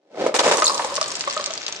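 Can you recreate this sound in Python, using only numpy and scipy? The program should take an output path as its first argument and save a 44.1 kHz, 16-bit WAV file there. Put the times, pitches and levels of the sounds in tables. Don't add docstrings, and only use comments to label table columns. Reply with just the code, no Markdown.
import sys
import numpy as np
from scipy import signal
from scipy.fft import rfft, irfft, next_fast_len
from scipy.io import wavfile
from scipy.ndimage import uniform_filter1d

SR = 44100
rng = np.random.default_rng(int(sys.argv[2]) if len(sys.argv) > 2 else 0)


def put_to_file(sound):
    columns = np.atleast_2d(sound).T
    safe = np.clip(columns, -1, 1)
    whole_steps = np.round(safe * 32767)
    wavfile.write(sys.argv[1], SR, whole_steps.astype(np.int16))


N = 79380

# time in seconds, level in dB.
ROLL_LEVELS = [(.5, -66), (.8, -35), (1.5, -38), (1.8, -40.5)]
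SCATTER_LEVELS = [(.34, -38), (.355, -24), (.42, -36.5), (.53, -34.5), (.66, -30), (.92, -43.5),
                  (1.005, -57), (1.03, -34.5), (1.8, -40)]
SCRAPE_LEVELS = [(.53, -23.5), (.59, -26.5), (.70, -25), (.9, -33.5), (1.12, -40.5), (1.3, -80)]
WHEEL_LEVELS = [(0, -67.5), (.09, -60.5), (.16, -36), (.22, -22.5), (.29, -26.5), (.325, -39), (.45, -28),
                (.56, -32), (1.0, -55)]
# frequency in Hz, relative gain in dB.
ROLL_SPECTRUM = [(40, -17), (130, -9.5), (330, -3), (620, -1), (1500, -6), (5500, -9.5), (8200, -20.5),
                 (12000, -70)]
SCATTER_SPECTRUM = [(300, -45), (1200, 2), (2800, -1.5), (4500, 0), (7500, 1), (9000, -6), (12000, 6.5)]
SCRAPE_SPECTRUM = [(200, -25), (440, -9.5), (550, -0.5), (720, -11.5), (1100, 1.5), (1600, -30),
                   (6000, -19)]
WHEEL_SPECTRUM = [(40, -34), (120, -31), (260, -11.5), (420, -9.5), (540, -5.5), (760, -12), (1050, -24),
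                  (5000, -33.5), (12000, -52.5)]
CRUNCH_SPECTRUM = [(50, -47), (125, -33.5), (247, -16.5), (332, -18.5), (524, -4), (705, -14), (886, -8),
                   (1430, -16), (4580, -25), (7220, -24.5), (14000, -36)]
MIC_RESPONSE = [(30, -11), (130, 1), (7500, 0), (9000, -2.5), (10000, -12), (12000, -22), (14500, -28),
                (16000, -55)]
ECHO_SPECTRUM = [(500, -8), (3000, 2.5)]
PAPER_SPECTRUM = [(200, -8), (600, -7), (1200, 2), (2000, -4), (8000, -34)]
# start in seconds, peak in dB.
HOLLOW_KNOCKS = [(0.144, -27.5), (0.174, -21), (.208, -24), (.223, -14), (.263, -4.5), (.293, -13),
                 (.340, -18), (.414, -12.5), (0.464, -7.5), (.477, -11), (0.985, -20)]
# frequency in Hz, relative level in dB, T60 in seconds.
SHELL_MODES = [(530, 9.5, 0.024), (608, 7, 0.02), (930, -0.5, 0.015), (1275, -3, 0.021),
               (2193, -3.5, 0.017)]
PANEL_MODES = [1260, 1780, 2400, 3770, 5030]
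# start in seconds, level in dB, hold in seconds.
CRUNCH_BLOWS = [(0.263, -26, 0.0081), (0.342, -18.5, 0.023), (0.388, -16.5, 0.018), (0.433, -19, 0.02),
                (0.457, -19, 0.013), (0.476, -18, 0.026), (0.512, -13.5, 0.012), (0.535, -18, 0.0091),
                (0.581, -21.5, 0.012), (0.619, -30, 0.0056), (0.842, -26.5, 0.0043), (1.683, -26, 0.0032)]
# start in seconds, wall and air levels in dB, wall and air frequencies in Hz.
CUP_BOUNCES = [(0.6208, -5, -19.5, 1244, 607), (0.696, -13.5, -50, 1101, 500),
               (.794, -10.5, -19.5, 936, 758), (.844, -17.5, -17, 827, 522), (.920, -21, -23.5, 943, 567),
               (.977, -16, -25.5, 1075, 625), (1.013, -13, -18, 1180, 622), (1.274, -11, -21.5, 1106, 562),
               (1.366, -15.5, -20, 1252, 613), (1.395, -18, -23.5, 1116, 566), (1.471, -27, -26, 1140, 571),
               (1.501, -27, -24, 1304, 648)]
# start in seconds, relative level in dB, ring frequency in Hz.
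MARBLE_BOUNCES = [(0.393, -2.5, 3800), (0.571, -7, 7270), (.600, -12.5, 6860), (.612, -16, 6860),
                  (0.622, -12.5, 4860), (0.745, -11.5, 6560), (.779, -15, 4930), (.847, -17.5, 6000),
                  (0.942, -19, 5900), (0.9543, -13, 7300), (.963, -10.5, 4800), (.968, -10, 5170),
                  (1.0134, -10, 5500), (1.0281, -16, 4600), (1.0405, -18, 4930), (1.083, -19, 6800),
                  (1.117, -13, 6550), (1.155, -16.5, 4570), (1.195, -18.5, 7500), (1.2088, -10.5, 4640),
                  (1.299, -15.5, 4540), (1.309, -14, 4540), (1.335, -16, 4450), (1.376, -14, 4400),
                  (1.41, -16, 4560), (1.441, -13, 4300), (1.460, -8.5, 6000), (1.537, -16.5, 5830),
                  (1.577, -15, 4780), (1.665, -13.5, 5150), (1.681, -13.5, 4670), (1.725, -12.5, 5800),
                  (1.762, -21.5, 5250)]
# start in seconds, relative level in dB, ring frequency in Hz.
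MARBLE_COLLISIONS = [(.643, -5.5, 6750), (.647, -8, 6670), (0.6555, -7, 4420), (.655, -17, 6200),
                     (0.6602, -6.5, 7200), (0.6674, 0, 3980), (0.6775, -9, 5200), (0.68, -2, 4430),
                     (0.6962, -10.5, 5000)]


def undb(db):
    return 10 ** (np.asarray(db) / 20)


def unit(x):
    return x / np.sqrt(np.mean(x ** 2) + 1e-18)


def envelope(points):
    return undb(np.interp(np.arange(N) / SR, *np.array(points).T, left=-np.inf))


def decay(t, t60):
    return np.exp(-np.log(1000) * t / t60)


def butterworth(x, order, hz, kind):
    return signal.sosfilt(signal.butter(order, hz, kind, fs=SR, output="sos"), x)


def colour(x, points):
    size = 2 * next_fast_len(N)
    hz, db = np.array(points).T
    bin_hz = np.arange(size // 2 + 1) * SR / size
    gain = undb(np.interp(np.log(bin_hz + 1), np.log(hz), db))
    cepstrum = irfft(np.log(gain))
    cepstrum[1:size // 2] *= 2
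    cepstrum[size // 2 + 1:] = 0
    return irfft(rfft(x, size) * np.exp(rfft(cepstrum)))[..., :N]


def add(out, start, sound):
    i = int(np.clip(start * SR, 0, N - 1))
    out[..., i:i + sound.shape[-1]] += sound[..., :N - i]


def spread(pair, wide_hz):
    side = butterworth(pair[1], 1, wide_hz, "high")
    return np.array([pair[0] + side, pair[0] - side])


def since_arrival(t, lag):
    return np.maximum(t - np.maximum([[lag], [-lag]], 0), 0)


def grit(per_s, spread_db):
    hits = rng.random((2, N)) < per_s / SR
    signs = np.sign(rng.standard_normal((2, N)))
    return hits * signs * undb(spread_db * np.clip(rng.standard_normal((2, N)), -2, 2))


def soften(x, start):
    bright_hz, dulling_hz_per_s = 15060, 4930
    return butterworth(x, 4, bright_hz - dulling_hz_per_s * start, "low")


def room(x):
    t = np.arange(N) / SR
    noise = spread(rng.standard_normal((2, N)), wide_hz=990)
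    low = butterworth(noise, 1, 3000, "low")
    build_up = np.clip((t - .004) / .0028, 0, 1)
    tail = (low * decay(t, t60=.65) + (noise - low) * decay(t, t60=.19)) * build_up
    reflections = grit(per_s=1100, spread_db=2.5) * (t > .003) * np.exp(-t / .0064)
    echoes = colour(reflections, ECHO_SPECTRUM)
    response = (undb(-12.5) * unit(tail) + undb(-8.5) * unit(echoes)) / np.sqrt(N)
    return x + signal.fftconvolve(x, response, axes=1)[:, :N]


def marble_roll():
    grain = spread(grit(per_s=2000, spread_db=2.5), wide_hz=1500)
    return unit(colour(grain, ROLL_SPECTRUM)) * envelope(ROLL_LEVELS)


def marble_scatter():
    t = np.arange(SR // 150) / SR
    ticks_per_s, level_range_db, lag_spread_s = 260, 11, 7.95e-5
    out = np.zeros((2, N))
    for k, (jitter, strength, pitch, place) in enumerate(rng.standard_normal((N // 100, 4))):
        start = SCATTER_LEVELS[0][0] + abs(k + jitter) / ticks_per_s
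        if start < N / SR:
            age = since_arrival(t, lag_spread_s * place)
            hz = 4900 * np.exp(.7 * np.tanh(pitch))
            ping = np.sin(2 * np.pi * hz * age) * decay(age, t60=.002)
            noise = .21 * rng.standard_normal(age.shape) * decay(t, t60=.0053)
            add(out, start, undb(level_range_db * np.tanh(strength / 2)) * soften(ping + noise, start))
    return unit(colour(out, SCATTER_SPECTRUM)) * envelope(SCATTER_LEVELS)


def cup_scrape():
    friction = spread(grit(per_s=700, spread_db=3), wide_hz=2500)
    return unit(colour(friction, SCRAPE_SPECTRUM)) * envelope(SCRAPE_LEVELS)


def marble_clicks():
    t = np.arange(SR // 40) / SR
    lag_spread_s, attack_s = .00005, .00021
    out = np.zeros((2, N))
    for start, db, hz in MARBLE_BOUNCES:
        age = since_arrival(t, lag_spread_s * rng.standard_normal())
        cycles = hz * age
        snap = np.sin(2 * np.pi * cycles) * np.exp(-(2 * (cycles - 1)) ** 2)
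        attack = 1 - np.exp(-age / attack_s)
        ping = np.sin(2 * np.pi * (cycles + rng.random())) * decay(age, t60=.0038) * attack
        noise = butterworth(rng.standard_normal((2, len(t))), 2, [.6 * hz, 1.45 * hz], "band")
        chatter = unit(noise) * decay(t, t60=.014)
        click = undb(1) * snap + ping + undb(-8) * chatter
        add(out, start, undb(db + 2.5) * soften(click, start))
    return out


def marble_spill():
    t = np.arange(SR // 20) / SR
    attack, damping = 1 - np.exp(-t / .0004), decay(t, t60=.0065)
    out = np.zeros((2, N))
    for start, db, hz in MARBLE_COLLISIONS:
        ping = np.sin(2 * np.pi * (hz * t + rng.random((2, 1)))) * damping
        noise = butterworth(rng.standard_normal((2, len(t))), 2, [.9 * hz, 1.1 * hz], "band")
        heap = unit(noise) * decay(t, t60=.03)
        crack = rng.standard_normal((2, len(t))) * damping
        clack = 2 * (ping + undb(-6) * crack) + undb(-15) * heap
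        add(out, start, undb(db) * clack * attack)
    return butterworth(out, 4, 3300, "high")


def cup_bounces():
    t = np.arange(SR // 5) / SR
    first_buzz_hz, emptying_s, phase_spread_rad = 28, .35, .4
    attack = 1 - np.exp(-t / .0017)
    rings, slap_force = np.zeros((2, N)), np.zeros(N)
    for start, wall_db, air_db, wall_hz, air_hz in CUP_BOUNCES:
        buzz_hz = first_buzz_hz * np.exp((CUP_BOUNCES[0][0] - start) / emptying_s)
        wander = np.cumsum(rng.standard_normal((2, 1, len(t))), axis=2)
        wander *= np.sqrt(2 * np.pi * buzz_hz / SR)
        phase = phase_spread_rad * rng.standard_normal((2, 2, 1)) + uniform_filter1d(wander, size=64)
        air = undb(air_db) * np.sin(2 * np.pi * air_hz * t + phase[0]) * decay(t, t60=.088)
        wall = undb(wall_db) * np.sin(2 * np.pi * wall_hz * t + phase[1]) * decay(t, t60=.052)
        add(rings, start, (air + wall) * attack)
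        add(slap_force, start, undb(wall_db - 12) * decay(t, t60=.048))
    noise = spread(rng.standard_normal((2, N)), wide_hz=1800)
    slaps = slap_force * unit(colour(noise, PAPER_SPECTRUM))
    return butterworth(rings + slaps, 2, 280, "high")


def car():
    t = np.arange(SR // 8) / SR
    attack = 1 - np.exp(-t / .0038)
    modes = sum(undb(db) * np.sin(2 * np.pi * hz * t) * decay(t, t60) for hz, db, t60 in SHELL_MODES)
    knock = butterworth(modes * attack, 2, 230, "high")
    grain = spread(grit(per_s=900, spread_db=3), wide_hz=2800)
    out = unit(colour(grain, WHEEL_SPECTRUM)) * envelope(WHEEL_LEVELS)
    for start, db in HOLLOW_KNOCKS:
        add(out, start, undb(db) * knock / abs(knock).max())
    return out


def crunch_force():
    t = np.arange(SR // 8) / SR
    release_s = .0067
    force = np.zeros(N)
    for start, db, hold_s in CRUNCH_BLOWS:
        add(force, start, undb(db) * np.exp(-np.maximum(t - hold_s, 0) / release_s))
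    return force


def panel_rattle():
    t = np.arange(SR // 30) / SR
    hits_per_s, spread_db, fall_db_per_s = 280, 3.8, 25
    hits = (rng.random(N) < hits_per_s / SR) * undb(spread_db * np.clip(rng.standard_normal(N), -2, 2))
    out = np.zeros((2, N))
    for hz in PANEL_MODES:
        ring = np.sin(2 * np.pi * hz * t) * decay(t, t60=.016)
        out += signal.fftconvolve(hits * rng.uniform(-.96, 1, (2, N)), ring[None], axes=1)[:, :N]
    from_impact_s = abs(np.arange(N) / SR - CRUNCH_BLOWS[1][0])
    return unit(out) * crunch_force() * undb(-8.5 - fall_db_per_s * from_impact_s)


def crash():
    impacts = spread(grit(per_s=2600, spread_db=4), wide_hz=2600)
    return colour(impacts * crunch_force(), CRUNCH_SPECTRUM) / colour(impacts, CRUNCH_SPECTRUM).std()


def scene():
    drift_db_per_s, left_lag_s = 1.04, .00012
    pan = undb(np.array([[1], [-1]]) * drift_db_per_s * np.arange(N) / SR / 2)
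    marbles = marble_spill() + marble_clicks() + marble_scatter() + marble_roll()
    left, right = car() + crash() + panel_rattle() + cup_bounces() + cup_scrape() + pan * marbles
    late_left = np.pad(left, (round(left_lag_s * SR), 0))[:N]
    return room(np.array([late_left, right]))


def record(dry):
    ceiling, top_hz = .88, 15800
    rounded = dry / (1 + (dry / ceiling) ** 6) ** (1 / 6)
    low_pass = signal.ellip(8, .2, 70, top_hz, fs=SR, output="sos")
    return signal.sosfilt(low_pass, colour(rounded, MIC_RESPONSE))


dry = scene()
out = record(dry)
put_to_file(out)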